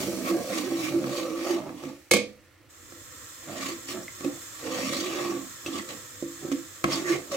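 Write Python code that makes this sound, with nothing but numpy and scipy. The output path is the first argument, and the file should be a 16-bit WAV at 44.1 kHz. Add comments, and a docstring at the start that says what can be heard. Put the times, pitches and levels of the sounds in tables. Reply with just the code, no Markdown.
"""A steel spoon stirs thick gravy in an aluminium pot on a stove: slips shake the bottom, crushed spice grinds.
Stick-slip tones make judders and squeaks; knocks and one clatter against the wall ring decaying modes and noise.
Clouds of tiny clicks make a spitting hiss that flares with each scrape and sinks away; a fuller hiss then swells.
Single bubbles pop. Shaped noise makes the low simmer and the room; a short tail makes the small kitchen."""
import sys
import numpy as np
from scipy import signal
from scipy.fft import rfft, irfft, next_fast_len
from scipy.io import wavfile
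from scipy.ndimage import uniform_filter1d

SR = 44100
rng = np.random.default_rng(int(sys.argv[2]) if len(sys.argv) > 2 else 0)


def transcribe(signal):
    """Save signal, clipped to [-1, 1], as a 16-bit WAV file at the path in sys.argv[1]."""
    frames = np.atleast_2d(signal).T
    limited = np.clip(frames, -1, 1)
    pcm = np.round(limited * 32767).astype(np.int16)
    wavfile.write(sys.argv[1], SR, pcm)


N = 324576
TIME = np.arange(N) / SR


def from_db(db):
    """Decibels to gain."""
    return 10 ** (np.asarray(db) / 20)


def rms_one(x):
    """Scale to unit power."""
    return x / np.sqrt(np.mean(x ** 2) + 1e-20)


def cut(x, hz, kind, order=2):
    """Causal Butterworth filter."""
    sos = signal.butter(order, np.clip(hz, 10, .45 * SR), kind, fs=SR, output="sos")
    return signal.sosfilt(sos, x + 1e-18)


def drift(rate_hz):
    """Slow random curve with unit RMS, drawn at SR / 40 and interpolated."""
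    step, settle = 40, 2000
    noise = rng.standard_normal(N // step + settle + 1)
    slow = rms_one(cut(noise, step * rate_hz, "low")[settle:])
    return np.interp(np.arange(N) / step, np.arange(N // step + 1), slow)


def coloured(x, spectrum):
    """Give a steady texture its spectrum, rolled off below the first point."""
    hz, level_db = np.transpose(spectrum)
    size = next_fast_len(N)
    bins_hz = np.maximum(np.arange(size // 2 + 1) * SR / size, 1)
    gain = from_db(np.interp(np.log(bins_hz), np.log(hz), level_db))
    gain = gain * np.minimum(bins_hz / hz[0], 1) ** 2
    return irfft(rfft(x, size) * gain, size)[..., :N]


def levelled(x, band_hz, span_s):
    """Hold the power within a band near one, keeping flicker faster than span_s."""
    power = cut(np.atleast_2d(x).mean(axis=0), band_hz, "band", order=3) ** 2
    size = max(int(span_s * SR), 1)
    smooth = uniform_filter1d(uniform_filter1d(power, size), size)
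    return x / np.sqrt(smooth + 1e-20)


def grains(per_s, spread_db):
    """Random clicks of uneven size and sign."""
    sizes = from_db(spread_db * np.minimum(rng.exponential(1, N), 4))
    signs = rng.choice([-1, 1], N)
    return sizes * signs * (rng.random(N) < per_s / SR)


def blows(start_s, level_db):
    """One click for each contact."""
    out = np.zeros(N)
    np.add.at(out, (np.asarray(start_s) * SR).astype(int), from_db(level_db))
    return out


def ring(clicks, modes):
    """Each click sets modes (hz, level_db, t60_s) ringing as decaying cosines."""
    out = 0
    for hz, level_db, t60_s in modes:
        r, w = from_db(-60 / (t60_s * SR)), 2 * np.pi * hz / SR
        mode = signal.lfilter([1, -r * np.cos(w)], [1, -2 * r * np.cos(w), r * r], clicks + 1e-18)
        out = out + from_db(level_db) * mode
    return out


def dying_noise(t60_s):
    """A stereo burst of unit energy per side that fades away."""
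    t = TIME[:int(t60_s * SR) + 2]
    burst = rng.standard_normal((2, len(t))) * from_db(-60 * t / t60_s)
    return burst / np.sqrt(np.sum(burst ** 2, axis=1, keepdims=True))


def spread(x, response):
    """Pass a sound through a stereo response."""
    return signal.oaconvolve(np.atleast_2d(x), response, axes=1)[:, :N]


POT_AIR_T60_S = .035


def pot_air(x, direct_db=-10.0):
    """Sound bounces between the pot's walls and reaches each side differently."""
    return from_db(direct_db) * x + spread(x, dying_noise(POT_AIR_T60_S))


def fizz(per_s, spread_db, count=3):
    """Tiny clicks at several places in the pot, each with its own path out."""
    return sum(pot_air(grains(per_s / count, spread_db)) for place in range(count))


def travelling(x, depth_db, size=512):
    """As the contact moves over the metal, patches of its spectrum swell and fade."""
    bins = signal.stft(x, nperseg=size)[2]
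    patches = rng.standard_normal(bins.shape[-2:])
    for axis, width in ((0, 4), (0, 4), (1, 7), (1, 7)):   # frequency, then time
        patches = uniform_filter1d(patches, width, axis=axis)
    return signal.istft(bins * from_db(depth_db * rms_one(patches)), nperseg=size)[1][..., :N]


def sloshed(x, detune):
    """Gravy shifts its weight over the bottom, so the modes wander in pitch (detune: RMS fraction)."""
    position = np.cumsum(1 + detune * drift(7.05))
    return np.interp(position % N, np.arange(N), x)


def dispersed(x, delay_s):
    """Bending waves in thin metal: lows travel slower, so a click becomes a chirp (delay_s at 1 kHz)."""
    size = next_fast_len(N + SR // 10)
    hz = np.arange(size // 2 + 1) * SR / size
    phase = np.exp(-4j * np.pi * delay_s * np.sqrt(1000 * hz))
    return irfft(rfft(x, size) * phase, size)[:N]


def stick_slip(start_s, length_s, glide_hz, level_db, wander, edge_s=0.015):
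    """A short unsteady tone gliding from glide_hz[0] to glide_hz[1]."""
    part = slice(int(start_s * SR), int((start_s + length_s) * SR))
    t, out = TIME[part] - start_s, np.zeros(N)
    pitch_hz = np.interp(t, [0, length_s], glide_hz) * wander[part]
    phase = 2 * np.pi * np.cumsum(pitch_hz) / SR
    fade = np.clip(np.minimum(t, length_s - t) / edge_s, 0, 1)
    out[part] = from_db(level_db) * fade * np.sin(phase)
    return out


KITCHEN_T60_S = .27


def kitchen(x, treble_db=-6.5, bass_db=-14.0, dull_hz=6500):
    """The room's short tail; the close pot outweighs it in the bass, where it only adds width."""
    tail = spread(x, dying_noise(KITCHEN_T60_S))
    width = from_db(bass_db) * cut(tail[0], 1430, "low") * [[1], [-1]]
    return x + from_db(treble_db) * cut(tail, [800, dull_hz], "band", order=1) + width


def wide_noise(side_db=-4.5):
    """Noise shared by both sides plus separate noise on each."""
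    return rng.standard_normal((1, N)) + from_db(side_db) * rng.standard_normal((2, N))


# room noise spectrum: hz, relative_db
ROOM_SPECTRUM = [(15, -59), (25, -24), (97, -6.5), (226, -37), (311, -6.5), (349, -14.5), (410, -29),
                 (493, -20.5), (936, -26.5), (1410, -19.5), (1550, -27), (1780, -19), (6000, -39),
                 (7800, -69), (13200, -120)]


def room_noise(level_db=-59.0):
    """Steady noise with the room's spectrum."""
    return from_db(level_db) * rms_one(coloured(wide_noise(), ROOM_SPECTRUM))


# simmer rumble spectrum: hz, relative_db
SIMMER_SPECTRUM = [(25, -14), (60, -18), (95, 5.5), (140, -5), (180, -14.5), (300, 0), (420, -13), (500, 0),
                   (800, -31.5), (2000, -28.5)]


def simmer(level_db=-56.5, lumps_db=2.2):
    """Low lumpy rumble of the simmering pot: shaped noise, heard faintly at first, fully from 3 s."""
    rumble = rms_one(coloured(wide_noise(), SIMMER_SPECTRUM))
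    rise = np.interp(TIME, [2.6, 3.0], [.3, 1])
    return rumble * from_db(level_db + lumps_db * drift(15.0)) * rise


# spitting level over time, before trim and flare: time_s, level_db
SPIT_LEVELS = [(0.0, -51.5), (.4, -55.5), (1.5, -63), (1.68, -69), (2.1, -73), (2.68, -81.5)]
# spitting spectrum: hz, relative_db
SPIT_SPECTRUM = [(900, -19), (2000, 4.5), (3500, 3), (5500, 5.5), (8000, 5), (9700, 0), (12000, 0.5),
                 (15500, -1)]


def spitting(bared, trim_db=2.0, flare_db=4.5):
    """Countless tiny steam bubbles burst in the fat, more loudly while a scrape bares hot metal."""
    spit = levelled(coloured(fizz(5000, 2.3), SPIT_SPECTRUM), [10000, 15000], .1)
    level_db = np.interp(TIME, *np.transpose(SPIT_LEVELS))
    return from_db(trim_db + level_db + flare_db * bared) * spit


# sizzle spectrum: hz, relative_db
SIZZLE_SPECTRUM = [(500, -19), (900, -11.5), (1250, 0), (1480, -9.5), (1740, 0), (2100, -7), (3200, -11),
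                   (3560, -5.5), (4300, -8.5), (6200, -8.5), (7300, 2), (8600, -8), (9800, -17.5),
                   (13000, -11.5)]
SIZZLE_START_S, SIZZLE_ATTACK_S, SIZZLE_SWELL_S = 2.685, 0.022, 0.37
SIZZLE_DB, SIZZLE_FIRST_DB = -50.5, -10.5   # base level; onset relative to it
SIZZLE_WANDER_DB, SIZZLE_SAG_DB_PER_S = 0.85, 0.52


def sizzle():
    """The hiss returns quickly with denser clicks, swells, then eases a little."""
    hiss = levelled(coloured(fizz(9000, 2.3), SIZZLE_SPECTRUM), [6800, 8500], .2)
    age_s = np.maximum(TIME - SIZZLE_START_S, 0)
    attack = np.minimum(age_s / SIZZLE_ATTACK_S, 1)
    swell_db = SIZZLE_FIRST_DB * np.exp(-age_s / SIZZLE_SWELL_S) - SIZZLE_SAG_DB_PER_S * age_s
    return attack * from_db(SIZZLE_DB + swell_db + SIZZLE_WANDER_DB * drift(2.8)) * hiss


# single bubbles, before trim: start_s, pitch_hz, level_db
POPS = [(4.031, 5700, -34), (4.081, 2060, -24), (5.662, 2657, -21.5)]


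def pops(t60_s=0.032, trim_db=-5):
    """A bursting bubble rings briefly."""
    return sum(ring(blows([start_s], [level_db]), [(pitch_hz, trim_db, t60_s)])
               for start_s, pitch_hz, level_db in POPS)


# loaded pot modes: pitch_hz, t60_s (undamped), bottom_hit_db, wall_hit_db (relative)
POT_MODES = [(98, 0.52, -32, -28), (123.3, 0.46, -53, -21), (143.9, 0.89, -15.5, -23),
             (198.6, 0.37, -21, -14.5), (212.3, 0.45, -13, -0.5), (261, 0.38, -10.5, -13),
             (284.7, 0.69, -3.5, -37), (308, 0.43, -7.5, -10), (336.4, 0.65, 2, -20),
             (337.5, 0.19, -48, -0.5), (483, 0.32, -11.5, -2), (505.2, 0.49, -10.5, -3),
             (523.4, 0.45, -13, -23), (558.7, 0.26, -11.5, -8), (612, 0.97, -39, -39),
             (730, 0.37, -66, -27), (1102, 0.095, -7, -2.5), (1189, 0.3, -18.5, -19)]


def pot_modes(hit, t60_scale=1.0):
    """Pot modes for a hit on the bottom or wall; a touching spoon shortens the ring."""
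    level_column = {"bottom": 2, "wall": 3}[hit]
    return np.array(POT_MODES)[:, [0, level_column, 1]] * [1, 1, t60_scale]


# spoon falls against the wall and bounces: start_s, relative_db
CLATTER = [(2.1107, -7.5), (2.113, -5.5), (2.1356, -6), (2.147, -17), (2.166, -13.5)]
# free spoon modes: pitch_hz, relative_db, t60_s
SPOON_MODES = [(2187, -3, .19), (2236, -6, .19), (2267, -8, .17), (2307, -9, .17), (2356, -11, .2),
               (2439, -9, .18), (2475, -13, .18), (3015, -17, .14), (3083, -19, .16), (3365, -18, .15),
               (3926, -14, .2), (4288, -13, .15), (4970, -15, .15), (6418, -17, .15), (6540, -17, .14),
               (7700, -16, .15)]


def clatter(pot_db=-17.0, spoon_db=-14.5, crack_db=21.5, wash_db=16.0, shimmer_db=4.0, body_db=23.5):
    """Steel hits the wall: a crack, pot and spoon modes, and a dense wash whose top dies first."""
    start_s, level_db = np.transpose(CLATTER)
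    hits = dispersed(blows(start_s, level_db), .002)
    pot = cut(ring(hits, pot_modes("wall")), [100, 1400], "band")
    spoon = cut(ring(hits, SPOON_MODES), 1600, "high", order=3)
    hard_hits = blows(start_s, 2 * level_db)   # doubled dB favours hard blows
    crack = cut(spread(hard_hits, dying_noise(0.056)), [2200, 11000], "band")
    body = cut(spread(hits, dying_noise(0.34))[0], [220, 620], "band", order=3)
    wash = cut(spread(hits, dying_noise(.24)), [2000, 5500], "band")
    shimmer = cut(spread(hits, dying_noise(0.11)), [5500, 12000], "band", order=1)
    metal = from_db(pot_db) * pot + from_db(spoon_db) * spoon
    dense = from_db(body_db) * body + from_db(wash_db) * wash + from_db(shimmer_db) * shimmer
    return metal + from_db(crack_db) * crack + dense


# spoon bumps the pot under the gravy, before trims: start_s, clack_db, thud_db, tick_db
KNOCKS = [(0.0799, -39, -22.5, -52), (0.72, -56, -22, -55), (1.041, -24, -26, -39),
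          (1.6191, -32.5, -39, -50), (1.692, -31.5, -32.5, -55), (1.8361, -33, -29, -48),
          (2.9218, -39.5, -40, -42), (3.6876, -35, -28.5, -25), (3.8867, -36, -35.5, -40),
          (4.2071, -31.5, -33.5, -33), (4.2471, -33, -21.5, -39), (4.9334, -25.5, -27, -26),
          (5.6611, -33, -29.5, -43), (5.889, -34, -51, -28), (6.2245, -46, -22, -35),
          (6.449, -48, -25.5, -47), (6.5159, -26.5, -22.5, -38), (6.8414, -8.5, -17.5, -16.5),
          (6.919, -21, -31, -38), (7.318, -28, -34, -30)]


def rocking(trim_db=-16.5):
    """Knocks also rock the pot on its stand, which booms low in step with the clack level."""
    start_s, clack_db, _, _ = np.transpose(KNOCKS)
    boom = ring(blows(start_s, clack_db + trim_db), [(55, -15, 0.18), (148, -2.5, 0.11), (204, 2.0, 0.16)])
    return cut(boom, 230, "low", order=3)


def knocks(thud_trim_db=-7.0, clack_trim_db=11.5, tick_trim_db=18.0, t60_scale=0.61, cushion_hz=600):
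    """The held spoon bumps and damps the pot: a thud cushioned by gravy, a hollow clack and a tick."""
    start_s, clack_db, thud_db, tick_db = np.transpose(KNOCKS)
    thud = ring(blows(start_s, thud_db + thud_trim_db), pot_modes("bottom", t60_scale))
    thud = cut(cut(thud, cushion_hz, "low", order=6), 113, "high", order=1)
    hollow_modes = [(690, -17, 0.044), (1106, -11.5, 0.018), (2030, -22.5, 0.017)]
    clack = ring(blows(start_s, clack_db + clack_trim_db), hollow_modes)
    tick = spread(blows(start_s, tick_db + tick_trim_db), dying_noise(0.019))
    tick = cut(tick, [2500, 7000], "band", order=1)
    return thud + pot_air(cut(clack, [600, 3500], "band")) + tick


# edge skids on bare metal, before trim: start_s, length_s, first_hz, last_hz, level_db
SQUEAKS = [(0.246, 0.064, 1200, 1075, -33.5), (0.823, 0.082, 2450, 2275, -34.5),
           (5.723, 0.022, 3480, 3300, -29), (5.78, 0.028, 2000, 2000, -30.5),
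           (6.913, 0.043, 5600, 4650, -29.5), (7.043, 0.075, 1950, 1625, -29.5),
           (7.112, 0.056, 2000, 2400, -31)]


def squeaks(trim_db=-2.5):
    """Fast, ragged slips on bare metal give a hoarse pitch."""
    wander, ragged = 1 + .06 * drift(300), from_db(3 * drift(200))
    tones = sum(stick_slip(start_s, length_s, [first_hz, last_hz], level_db, wander)
                for start_s, length_s, first_hz, last_hz, level_db in SQUEAKS)
    return from_db(trim_db) * pot_air(tones * ragged)


# edge sticks and slips: start_s, length_s, pitch_hz, level_db (sine peak before flutter)
JUDDERS = [(0.29, 0.087, 337, -20.5), (0.934, 0.068, 346, -20.5), (1.495, 0.082, 341.6, -20),
           (1.845, 0.064, 266.4, -34.5), (4.248, 0.052, 287, -23.5), (5.264, 0.066, 341, -26),
           (6.512, 0.05, 281, -24.5), (7.093, 0.047, 335, -18), (7.315, 0.073, 560, -26.5)]


def judders(waver=0.033, flutter_db=1.0):
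    """Regular slips make short groans of wavering pitch and level."""
    wander, flutter = 1 + waver * drift(53), from_db(flutter_db * drift(38))
    tones = sum(stick_slip(start_s, length_s, [pitch_hz, pitch_hz], level_db, wander)
                for start_s, length_s, pitch_hz, level_db in JUDDERS)
    return flutter * tones


def push(start_s, length_s, bite_db_per_s=374, release_db_per_s=174):
    """A drag sets in quickly, holds, and lets go."""
    before_s = np.clip(start_s - TIME, 0, 1)
    after_s = np.clip(TIME - start_s - length_s, 0, 1)
    return from_db(-bite_db_per_s * before_s - release_db_per_s * after_s)


def pressure(hardest_s, swell_s, fade_s, depth_db=21, roundness=1.43):
    """One scrape's force peaks at one, depth_db down at swell_s before and fade_s after."""
    away = np.maximum((hardest_s - TIME) / swell_s, (TIME - hardest_s) / fade_s)
    return from_db(-depth_db * np.minimum(away, 10) ** roundness)   # roundness 1 pointed, 2 round


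# spoon pushed along the bottom, before mix: start_s, length_s, level_db
DRAGS = [(0.0, 0.42, -29), (0.505, 1.08, -27), (1.667, 0.25, -38.5), (3.485, 0.25, -35.5),
         (3.912, 0.066, -32), (4.247, 0.031, -30.5), (4.657, 0.55, -29), (5.26, .11, -27),
         (5.69, 0.093, -30.5), (5.922, 0.028, -40), (6.434, .14, -35), (6.881, 0.28, -28.5),
         (7.323, .04, -36)]
# edge bears down on bare metal, before mix: hardest_s, swell_s, fade_s, grind_db, rasp_db
SCRAPES = [(0.014, 0.13, 0.093, -45, -40), (0.289, 0.07, 0.055, -31.5, -42.5), (.58, 0.17, 0.11, -37, -38),
           (.86, 0.22, 0.11, -37, -39.5), (1.18, 0.18, 0.12, -38, -39.5), (1.525, 0.23, 0.081, -34.5, -40),
           (1.84, 0.13, 0.17, -50, -52.5), (3.665, 0.21, 0.11, -35, -39), (3.896, 0.029, 0.071, -40, -36.5),
           (4.249, 0.026, 0.028, -36, -45), (4.76, 0.22, 0.27, -36.5, -41.5),
           (4.98, 0.24, 0.16, -41.5, -36), (5.22, 0.33, .2, -35.5, -41), (5.666, 0.0088, 0.031, -45, -39.5),
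           (5.784, 0.11, 0.042, -35, -39.5), (5.891, 0.0079, 0.069, -37, -41),
           (6.519, .005, 0.021, -44, -38.5), (6.93, 0.058, 0.11, -32.5, -33), (7.12, 0.1, .085, -33, -36.5),
           (7.322, 0.017, 0.23, -36.5, -38)]
LOOSE_GRIND_DB, LOOSE_RASP_DB = -25, -25.5   # loose spice, relative to the drag
SCRAPE_SHAKE_DB = -6.5   # drag added by a scrape, relative to its grinding


def spoon_work():
    """Hand motion over time: gains of drag, grinding and rasp, and how far the metal is bared (0-1)."""
    forces = np.array([pressure(*scrape[:3]) for scrape in SCRAPES])
    scrape_grind, scrape_rasp = from_db(np.array(SCRAPES)[:, -2:].T) @ forces
    push_drag = sum(from_db(level_db) * push(start_s, length_s) for start_s, length_s, level_db in DRAGS)
    drag = np.hypot(push_drag, from_db(SCRAPE_SHAKE_DB) * scrape_grind)
    grind = np.hypot(scrape_grind, from_db(LOOSE_GRIND_DB) * push_drag)
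    rasp = np.hypot(scrape_rasp, from_db(LOOSE_RASP_DB) * push_drag)
    return drag, grind, rasp, forces.max(axis=0)


# coarse grinding spectrum: hz, relative_db
GRIND_SPECTRUM = [(500, 1.5), (720, 3.5), (900, -5), (1130, 12), (1300, 2.5), (1520, -21), (1800, 4),
                  (2250, 3), (2900, -6.5), (4000, -15.5), (9000, -21)]
# fine rasp spectrum: hz, relative_db
RASP_SPECTRUM = [(1500, -5), (2600, 1), (3300, -0.5), (4300, -2.5), (5600, -2.5), (6300, -4), (8000, -8),
                 (9600, -15), (15500, -19.5)]


def stirring(drag, grind, rasp, drag_db=-5.0, grind_db=-5.5, rasp_db=-3.0, catch_db=1.5, wall_hz=1300):
    """Slips of the spoon's edge shake the bottom; spice grains crushed under it grind and rasp."""
    bottom = ring(grains(700, 2.65), pot_modes("bottom", .5))   # pressed spoon halves the ring time
    bottom = cut(bottom, [65, wall_hz], "band")
    bottom = levelled(travelling(sloshed(bottom, .045), 3.5, size=2048), [200, 700], .04)
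    catching = from_db(catch_db * drift(34))   # the edge catches and frees itself
    coarse = coloured(fizz(1100, 3.6) * catching, GRIND_SPECTRUM)
    coarse = levelled(travelling(coarse, 3.0), [900, 3000], .06)
    fine = coloured(fizz(2500, 3.1) * catching, RASP_SPECTRUM)
    fine = levelled(travelling(fine, 2.5), [3000, 6300], .06)
    return from_db(drag_db) * drag * bottom + from_db(grind_db) * grind * coarse + from_db(rasp_db) * rasp * fine


def scene():
    """Pot in the kitchen over the background, all leaning a little to the right."""
    drag, grind, rasp, bared = spoon_work()
    frying = spitting(bared) + sizzle() + pops()
    contacts = rocking() + clatter() + knocks() + squeaks() + judders()
    pot = frying + contacts + stirring(drag, grind, rasp)
    return (kitchen(pot) + room_noise() + simmer()) * from_db([[-1.2], [1.2]])


def record(dry, cutoff_hz=15800):
    """Peaks are rounded and the top is cut."""
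    lowpass = signal.ellip(10, .1, 80, cutoff_hz, fs=SR, output="sos")
    return signal.sosfilt(lowpass, np.tanh(dry))


dry = scene()
out = record(dry)
transcribe(out)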